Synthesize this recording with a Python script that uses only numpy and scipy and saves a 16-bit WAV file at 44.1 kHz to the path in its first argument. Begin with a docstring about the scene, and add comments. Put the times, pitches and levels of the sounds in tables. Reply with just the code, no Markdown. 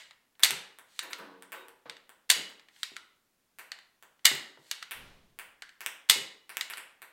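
"""Rubber-band gun firing table-tennis balls

A plywood gun fires four balls close to the microphone in a fairly live room. Slider slams are noise cracks
plus decaying frame modes; latch, drum and faint ticks are softer versions with one ringing part.
Balls thud into cloth (filtered pushes) and bounce on a hard floor (half-sine contacts plus shell modes).
A hollow thing is knocked, a ball squeaks, an arm stirs the air; noise impulse responses give the echo."""
import sys
import numpy as np
from scipy import signal
from scipy.fft import rfft, irfft, next_fast_len
from scipy.io import wavfile
from scipy.ndimage import uniform_filter1d

SR = 44100
rng = np.random.default_rng(int(sys.argv[2]) if len(sys.argv) > 2 else 0)


def transcribe(u):
    """Save the signal u as a 16-bit wav file named by the first command-line argument.

    u: samples, shape (n,) or (channels, n), limited to [-1, 1]; the rate is SR.
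    q: integer samples, one column per channel.
    """
    v = np.clip(np.atleast_2d(u).T, -1, 1)
    q = np.round(v * 32767).astype(np.int16)
    wavfile.write(sys.argv[1], SR, q)


N = 313992

# Room tone spectrum. Each row: frequency in Hz, level in dB.
ROOM_TONE_SPECTRUM = [(20, -9), (70, -15.5), (200, -7.5), (700, -14.5), (1700, -15.5), (3000, -18.5),
                      (6000, -20.5), (16000, -22.5)]
# Spectrum of the air buffeting the microphone. Each row: frequency in Hz, level in dB.
BUFFET_SPECTRUM = [(15, 1), (35, -3.5), (60, -10), (130, -11.5), (250, -14.5), (800, -29), (4000, -81)]
# Spectrum of the sleeve's rustle. Each row: frequency in Hz, level in dB.
SLEEVE_SPECTRUM = [(100, -20.5), (400, 1.5), (1500, -0.5), (4000, -4), (7000, -14), (16000, -27.5)]
# Spectrum of the room's echo. Each row: frequency in Hz, level in dB.
ECHO_SPECTRUM = [(40, -18.5), (150, 2.5), (300, 2.5), (500, 1), (1500, 0.5), (3500, -2.5), (6000, -3),
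                 (10000, -4), (16000, -5.5)]
# Decay of the room's tail. Each row: frequency in Hz, t60 in seconds.
ROOM_T60 = [(100, 0.37), (500, 0.65), (2000, 0.5), (4000, 0.46), (8000, 0.36), (16000, 0.3)]
# Squeak of a spinning ball. One row: start in seconds, length in seconds, initial pitch in Hz, peak in dB.
SQUEAK = (1.545, .125, 3770, -59)
# Knocks on something hollow, perhaps by a stray ball. Each row: start in seconds, level in dB,
# lowest mode that the blow reaches in Hz, t60 of the chatter in seconds.
HOLLOW_KNOCKS = [(1.020, -50.5, 270, 0.66), (1.185, -47, 195, 0.77), (1.522, -47, 370, 0.51),
                 (1.855, -50.5, 378, 0.25)]
# Modes of the hollow thing. Each row: frequency in Hz, level in dB, t60 in seconds.
HOLLOW_MODES = [(191.6, -0.5, 0.43), (280, 0, .65), (370, -4.5, 0.63), (460, 0, 0.4), (535, -3.5, .4),
                (657, -0.5, 0.15), (862, -3.5, 0.27), (960, 0.5, 0.32), (1090, -2.5, 0.25),
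                (1195, -8, 0.15), (1486, 0.5, 0.16)]
# Soft blows, mostly balls caught by the cloth after a shot. Each row: start in seconds, pat level in dB,
# pat pitch in Hz, flap level in dB.
THUDS = [(.505, -32.5, 460, -36.5), (1.858, -41, 450, -51.5), (2.366, -38, 450, -37),
         (2.918, -48, 370, -67), (4.315, -31, 435, -37.5), (4.574, -47, 754, -54), (6.161, -34, 419, -38.5)]
# Spectrum of the cloth's flap. Each row: frequency in Hz, level in dB.
FLAP_SPECTRUM = [(50, -45), (110, -11), (155, 0), (230, -7), (350, -3.5), (800, -13), (3000, -45)]
# Floor bounces. Each row: start in seconds, knock level at 1 m in dB, distance in metres.
BOUNCES = [(0.3956, -42.5, 1.3), (0.5077, -27, .5), (0.787, -45.5, 0.83), (1.0264, -38, 2.8),
           (1.103, -40, 3.2), (1.18, -45.5, 5), (1.424, -46, 0.66), (1.5206, -34, 1.9), (1.6842, -49, 0.67),
           (2.0936, -48, 0.81), (2.4932, -49, 1.6), (3.5867, -37.5, 1.8), (4.026, -48, 0.97),
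           (4.352, -41.5, 0.53), (4.9105, -29, 2), (5.389, -34.5, 1.1), (5.8073, -35.5, 1.17),
           (5.8626, -29, 0.5), (6.4943, -37, 1.45), (6.5701, -31.5, 0.42), (6.7002, -32, 1.54),
           (6.773, -33.5, 1.5), (7.0196, -40, 1.24)]
# Spectrum of the bounce's knock. Each row: frequency in Hz, level in dB.
BOUNCE_SPECTRUM = [(60, -50), (200, -24), (500, -16.5), (1200, -7.5), (2200, 3.5), (3500, 9.0), (8000, 0.0)]
# Modes of the ball's shell. Each row: mean frequency in Hz, mean level in dB.
SHELL_MODES = [(5800, -9.5), (8400, 2.5), (10900, 1.5), (13300, 1), (15300, -0.5)]
# Radiation of the small shell. Each row: frequency in Hz, level in dB.
SHELL_RADIATION = [(1000, -35), (5500, -0.5)]
# Cocking. Each row: latch catch in seconds, catch level in dB, slider settling in seconds, settling level
# in dB; levels precede the small-part filter.
COCKINGS = [(.9915, -21, 1.1318, -25), (2.8317, -21, 2.9657, -30.5), (4.7126, -19.5, 4.8265, -30),
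            (6.6101, -20, 6.7357, -31)]
# Drum steps to the next ball. Each row: start in seconds, level before the small-part filter in dB,
# mean pitch of the ringing part in Hz.
DRUM_TURNS = [(1.897, -29.5, 3655), (3.7178, -28.5, 4355), (5.6215, -31.5, 1680)]
# Faint ticks: trigger, drum rocking back, rattling balls. Each row: start in seconds, level before the
# small-part filter in dB.
TICKS = [(0.1093, -43), (0.3529, -60), (2.5961, -45), (2.6856, -46.5), (2.7626, -50), (4.1928, -57)]
# Radiation of small parts, weak in the bass. Each row: frequency in Hz, level in dB.
SMALL_PART_RADIATION = [(200, -7.5), (700, -6), (1400, 0)]
# Spectrum of the frame's dense short modes. Each row: frequency in Hz, level in dB.
CRACK_SPECTRUM = [(30, -43.5), (200, -35), (500, -20), (800, -14.5), (1500, -7), (1950, 1.5), (2450, -2),
                  (2950, 0.5), (4300, 3), (5300, -4), (8200, -2), (9200, -7.5), (12000, -9), (16000, -17.5)]
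# Modes of the plywood frame. Each row: mean frequency in Hz, width in Hz, mean level in dB.
FRAME_MODES = [(1288, 91, -17.5), (2033, 40, -4), (2170, 91, -5.5), (2840, 30, -5), (2920, 64, 2),
               (3630, 80, -1), (4020, 75, -4), (4504, 40, -5), (4780, 110, -5.5), (6490, 26, -8),
               (8060, 78, -5), (8326, 42, -4), (8990, 30, -6), (9850, 53, -11), (10600, 60, -17),
               (11670, 100, -7.5)]
# Slider hitting its stop. Each row: start in seconds, base level in dB, base brightness in dB per octave,
# slap on the ball in dB re the base level; each impact of the shot adds its own offsets.
SHOTS = [(0.4345, -9.5, 0.5, -13), (2.3013, -10, 0.36, -13.5), (4.2544, -8.5, 0.27, -8),
         (6.098, -8.5, 0.42, -16)]

LOWPASS_HZ = 16050
DRAUGHT_START_S, DRAUGHT_DB = 4.92, -57
DRAUGHT_RISE_S, DRAUGHT_HOLD_S, DRAUGHT_T60_S = 0.054, 0.1, 1.31
PULL_S, PULL_DB = .145, -65.5
TWIN_SPLIT_HZ, TWIN_DB = 26, -5.5
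# contact length at the reference level, and the rise in level that halves it
CONTACT_MS, CONTACT_REF_DB, CONTACT_HALVING_DB = .44, -38, 20.5
SHELL_RE_KNOCK_DB, SHELL_T60_S, SHELL_SCATTER_DB = -1.5, 0.0022, 2.5
LATCH_HZ, LATCH_TILT_DB_PER_OCT = 3843, -2.06
SETTLE_HZ, SETTLE_TILT_DB_PER_OCT = 1367, -4.5
DRUM_TILT_DB_PER_OCT, ROCK_BACK_DB, ROCK_BACK_S = -5.5, -14, .0705
TICK_HZ, TICK_TILT_DB_PER_OCT = 2113, -8


def undb(db):
    """Decibels to gain."""
    return 10 ** (np.asarray(db) / 20)


def seconds(length_s):
    """Time axis in seconds."""
    return np.arange(int(length_s * SR)) / SR


def fade(t, t60_s):
    """Free exponential decay, 60 dB in t60."""
    return np.exp(-np.log(1000) * t / t60_s)


def unit(x):
    """Scale to rms 1."""
    return x / np.sqrt(np.mean(x ** 2))


def blow(x, db):
    """Give a hit the energy of one millisecond at this rms level."""
    return x * undb(db) / np.sqrt(np.sum(x ** 2) / (SR / 1000))


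def read(points, hz):
    """Interpolate (Hz, value) points on a log-frequency axis."""
    point_hz, value = np.transpose(points)
    return np.interp(np.log(hz + 1), np.log(point_hz), value)


def colour(x, points, tilt_db_per_oct=0):
    """Minimum-phase filter with the given spectrum, tilted about 3500 Hz (tilt held below 800 Hz)."""
    n = 2 * next_fast_len(len(x))
    hz = np.arange(n // 2 + 1) * SR / n
    db = read(points, hz) + tilt_db_per_oct * np.log2(np.maximum(hz, 800) / 3500)
    # folding the cepstrum makes the response causal
    cepstrum = irfft(np.log(undb(db)))
    cepstrum[1:n // 2] *= 2
    cepstrum[n // 2 + 1:] = 0
    response = np.exp(rfft(cepstrum))
    return irfft(rfft(x, n) * response)[:len(x)]


def add(track, start_s, x):
    """Mix x into the track, cropped at both ends."""
    i = int(start_s * SR)
    x, i = x[max(-i, 0):], max(i, 0)
    track[i:i + len(x)] += x[:max(len(track) - i, 0)]


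def ring(t, hz, t60_s):
    """One decaying mode with a random phase."""
    return np.sin(2 * np.pi * (hz * t + rng.random())) * fade(t, t60_s)


def shaped_noise(points):
    """Steady noise of rms 1 with the given spectrum."""
    hz = np.arange(N // 2 + 1) * SR / N
    return unit(irfft(rfft(rng.standard_normal(N)) * undb(read(points, hz)), N))


def background(sleeve_db=-2):
    """Faint room tone; a passing arm buffets the microphone with air and its sleeve rustles."""
    tone = shaped_noise(ROOM_TONE_SPECTRUM)
    puff = shaped_noise(BUFFET_SPECTRUM)
    rustle = shaped_noise(SLEEVE_SPECTRUM)
    age = np.arange(N) / SR - DRAUGHT_START_S
    rise = np.clip(age / DRAUGHT_RISE_S, 0, 1) ** 2
    release = fade(np.maximum(age - DRAUGHT_RISE_S - DRAUGHT_HOLD_S, 0), DRAUGHT_T60_S)
    arm = undb(DRAUGHT_DB) * rise * release
    # the rustle dies sooner than the eddies
    rustle = undb(sleeve_db) * rustle * np.sqrt(arm / arm.max())
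    return undb(-75.0) * tone + arm * (puff + rustle)


def room(early_db=-5, early_t60_s=.07):
    """Impulse response: clustered early reflections and a diffuse tail with its own decay in each band."""
    t = seconds(.8)
    spectrum = rfft(rng.standard_normal(len(t)))
    hz = np.arange(len(spectrum)) * SR / len(t)
    gain = undb(read(ECHO_SPECTRUM, hz))
    band = np.round(np.sqrt(hz / 100))
    tail = np.zeros(len(t))
    for k in np.unique(band):
        inside = band == k
        tail += irfft(spectrum * gain * inside, len(t)) * fade(t, read(ROOM_T60, hz[inside].mean()))
    # heavy-tailed noise: a few reflections stand out
    early = rng.standard_normal(len(t)) * undb(3.2 * rng.exponential(size=len(t)))
    early = irfft(rfft(early) * gain, len(t)) * fade(t, early_t60_s)
    onset = np.clip((t - .002) / 0.0027, 0, 1)
    response = (unit(tail) + undb(early_db) * unit(early)) * onset
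    return response / np.sqrt(np.sum(response ** 2))


def squeak():
    """A spinning ball rubs: a thin wavering tone swells, sags slightly and stops."""
    start_s, length_s, hz, peak_db = SQUEAK
    out, t = np.zeros(N), seconds(length_s)
    waver = unit(uniform_filter1d(rng.standard_normal(len(t)), size=400))
    pitch_hz = hz * (1 - 0.047 * t + 0.0057 * waver)
    tone = np.sin(2 * np.pi * np.cumsum(pitch_hz) / SR)
    add(out, start_s, undb(peak_db) * np.sin(np.pi * t / length_s) * tone)
    return out


def rails():
    """Wood slides on wood in tiny slips, harder as the bands stretch, until the latch catches."""
    out, t = np.zeros(N), seconds(PULL_S)
    for catch_s, *_ in COCKINGS:
        slips = rng.standard_normal(len(t)) * undb(2.6 * rng.exponential(size=len(t)))
        rub = unit(colour(slips, CRACK_SPECTRUM) * t)
        add(out, catch_s - PULL_S, rub * undb(PULL_DB))
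    return out


def hollow(rattle_db=-1, below_db=24):
    """Chatter drives the hollow thing's modes, which swell and fade unevenly; low ones stay quiet."""
    out, t = np.zeros(N), seconds(.7)
    rings = []
    for hz, db, t60_s in HOLLOW_MODES:
        # a close, weaker twin beats with each mode
        pair = ring(t, hz, t60_s) + undb(TWIN_DB) * ring(t, hz + TWIN_SPLIT_HZ, t60_s)
        rings.append(undb(db) * pair)
    for start_s, db, lowest_hz, chatter_t60_s in HOLLOW_KNOCKS:
        reach = [(lowest_hz / 2, -below_db), (lowest_hz, 0)]
        body = sum(undb(read(reach, mode[0])) * wave for mode, wave in zip(HOLLOW_MODES, rings))
        chatter_spectrum = [(100, -33), (lowest_hz * .8, -5), (1500, -2), (2200, -10), (4000, -14), (8000, -36)]
        chatter = unit(colour(rng.standard_normal(len(t)), chatter_spectrum))
        chatter = chatter * fade(t, chatter_t60_s) * (1 - fade(t, 0.021))
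        rung = unit(signal.fftconvolve(chatter, body)[:len(t)]) * np.std(chatter)
        add(out, start_s, undb(db) * (rung + undb(rattle_db) * chatter))
    return out


def thuds(crumple_db=-22, pat_t60_s=0.022):
    """A ball meets the cloth: one dull push with a little crumpling, then the cloth's low flap."""
    out, t = np.zeros(N), seconds(.15)
    for start_s, pat_db, hz, flap_db in THUDS:
        push = undb(crumple_db) * rng.standard_normal(len(t)) * fade(t, pat_t60_s)
        push[0] += 1
        pat_spectrum = [(hz / 6, -30), (hz * 0.64, -3), (hz, 0), (hz * 2, -7), (hz * 8, -30), (hz * 20, -55)]
        add(out, start_s, blow(colour(push, pat_spectrum), pat_db))
        flap = colour(rng.standard_normal(len(t)), FLAP_SPECTRUM)
        flap = flap * (1 - fade(t, 0.14)) * fade(t, .11)
        add(out, start_s + 0.006, blow(flap, flap_db))
    return out


def shell_ring(t):
    """The thin shell's modes ring briefly, reweighted by each strike; so small a ball radiates treble."""
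    modes = np.zeros(len(t))
    for hz, db in SHELL_MODES:
        gain = undb(db + SHELL_SCATTER_DB * rng.standard_normal())
        modes += gain * ring(t, hz * (1 + 0.029 * rng.standard_normal()), SHELL_T60_S)
    return colour(modes, SHELL_RADIATION)


def bounces(echo_s=0.0088, echo_db=-5.5):
    """Contact pushes out a hollow knock and rings the shell; harder is shorter. Returns direct, room feed."""
    direct, room_feed, t = np.zeros(N), np.zeros(N), seconds(.02)
    for start_s, db, distance_m in BOUNCES:
        contact_ms = CONTACT_MS * 2 ** ((CONTACT_REF_DB - db) / CONTACT_HALVING_DB)
        push = np.sin(np.pi * np.minimum(t * 1000 / contact_ms, 1))
        push = push * fade(t, 0.0034)  # the ball gives back less than it takes
        knock = blow(colour(push, BOUNCE_SPECTRUM), db)
        tick = knock + blow(shell_ring(t), db + SHELL_RE_KNOCK_DB)
        add(direct, start_s, tick / distance_m)
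        # a hard surface repeats it, at a level independent of distance
        add(direct, start_s + echo_s, tick * undb(echo_db))
        add(room_feed, start_s, tick)
    return direct, room_feed


def frame(db, tilt_db_per_oct, crack_t60_s, modes_db):
    """Wood on wood: a short dense crack plus the frame's modes, weighted anew by each blow."""
    t = seconds(.05)
    # random signs: full strength at once, no lone spike
    grain = np.sign(rng.standard_normal(len(t)))
    crack = colour(grain * fade(t, crack_t60_s), CRACK_SPECTRUM, tilt_db_per_oct)
    hz, width_hz, mode_db = np.transpose(FRAME_MODES)[:, :, None]
    weight, detune, phase = rng.standard_normal((3, len(FRAME_MODES), 1))
    size = width_hz * undb(mode_db + tilt_db_per_oct * np.log2(hz / 3500) + 2 * weight)
    waves = np.sin(2 * np.pi * (hz * (1 + .006 * detune) * t + phase))
    modes = size * waves * fade(t, 5.8 / width_hz)  # wider modes die sooner
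    return blow(blow(crack, 0) + blow(modes.sum(axis=0), modes_db), db)


def click(db, tilt_db_per_oct, hz, part_db=-8, part_t60_s=0.017):
    """A small part snaps into place and rings briefly; the floor returns the click."""
    t = seconds(.05)
    snap = frame(db, tilt_db_per_oct, crack_t60_s=0.018, modes_db=-11.5)
    part = ring(t, hz * (1 + 0.023 * rng.standard_normal()), part_t60_s)
    snap = colour(snap + blow(part, db + part_db), SMALL_PART_RADIATION)
    out = snap.copy()
    add(out, .0085, snap * undb(-20))
    return out


def clicks(touch_s=.0053, touch_db=-17):
    """Latch catches, slider touches and settles, drum turns and rocks; faint ticks of trigger, drum and balls."""
    out = np.zeros(N)
    for catch_s, catch_db, settle_s, settle_db in COCKINGS:
        add(out, catch_s, click(catch_db, LATCH_TILT_DB_PER_OCT, LATCH_HZ, part_db=-6))
        add(out, settle_s - touch_s, click(settle_db + touch_db, SETTLE_TILT_DB_PER_OCT, SETTLE_HZ))
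        add(out, settle_s, click(settle_db, SETTLE_TILT_DB_PER_OCT, SETTLE_HZ, part_db=-7.5))
    for start_s, db, hz in DRUM_TURNS:
        add(out, start_s, click(db, DRUM_TILT_DB_PER_OCT, hz, part_db=-7.5))
        add(out, start_s + ROCK_BACK_S, click(db + ROCK_BACK_DB, DRUM_TILT_DB_PER_OCT, hz))
    for start_s, db in TICKS:
        add(out, start_s, click(db, TICK_TILT_DB_PER_OCT, TICK_HZ))
    return out


def shots(recoil_db=-45.0):
    """The slider leaves the latch, slaps the ball, slams into its stop and rebounds twice."""
    out, t = np.zeros(N), seconds(.03)
    for stop_s, db, tilt, slap_db in SHOTS:
        add(out, stop_s - .0085, frame(db - 21.5, tilt - 2, crack_t60_s=.04, modes_db=-6))
        add(out, stop_s - .0023, frame(db + slap_db + 3.5, tilt + 0.5, crack_t60_s=0.029, modes_db=-4))
        add(out, stop_s, frame(db + 6.0, tilt, crack_t60_s=0.025, modes_db=-7.5))
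        add(out, stop_s + .0113, frame(db - 3.0, tilt + 1.0, crack_t60_s=.02, modes_db=-8.5))
        add(out, stop_s + .0185, frame(db - 8, tilt - 3.5, crack_t60_s=0.032, modes_db=-4))
        # the whole gun jolts and pushes the air once
        jolt = fade(t, 0.0052) - fade(t, 0.019) / 4
        add(out, stop_s - .001, blow(jolt, recoil_db))
    return out


def echoes(soft, balls, count=3):
    """The gun radiates differently in each direction: each path has fresh gun hits and its own response; the
    balls and soft sounds feed every path alike."""
    out = np.zeros(N)
    for _ in range(count):
        response = room()
        sent = undb(-8.0) * shots() + undb(-8.5) * clicks() + undb(1.0) * balls + undb(-7) * soft
        out += signal.fftconvolve(sent, response)[:N]
        # the echo of an earlier click is still dying away at the start
        earlier = frame(-31.5, -3.0, crack_t60_s=0.025, modes_db=-10.5)
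        add(out, -.04, signal.fftconvolve(earlier, response))
    return out / np.sqrt(count)


def scene():
    """The near gun and the balls share one room."""
    soft = thuds() + rails()
    balls_direct, balls_in_room = bounces()
    gun = shots() + clicks()
    others = balls_direct + soft + hollow() + squeak()
    return (gun + others + echoes(soft, balls_in_room) + background())[None]


def record(dry):
    """Clip at full scale, then cut the top with a steep low-pass."""
    lowpass = signal.ellip(8, .2, 70, LOWPASS_HZ, fs=SR, output="sos")
    return signal.sosfilt(lowpass, np.clip(dry, -1, 1))


dry = scene()
out = record(dry)
transcribe(out)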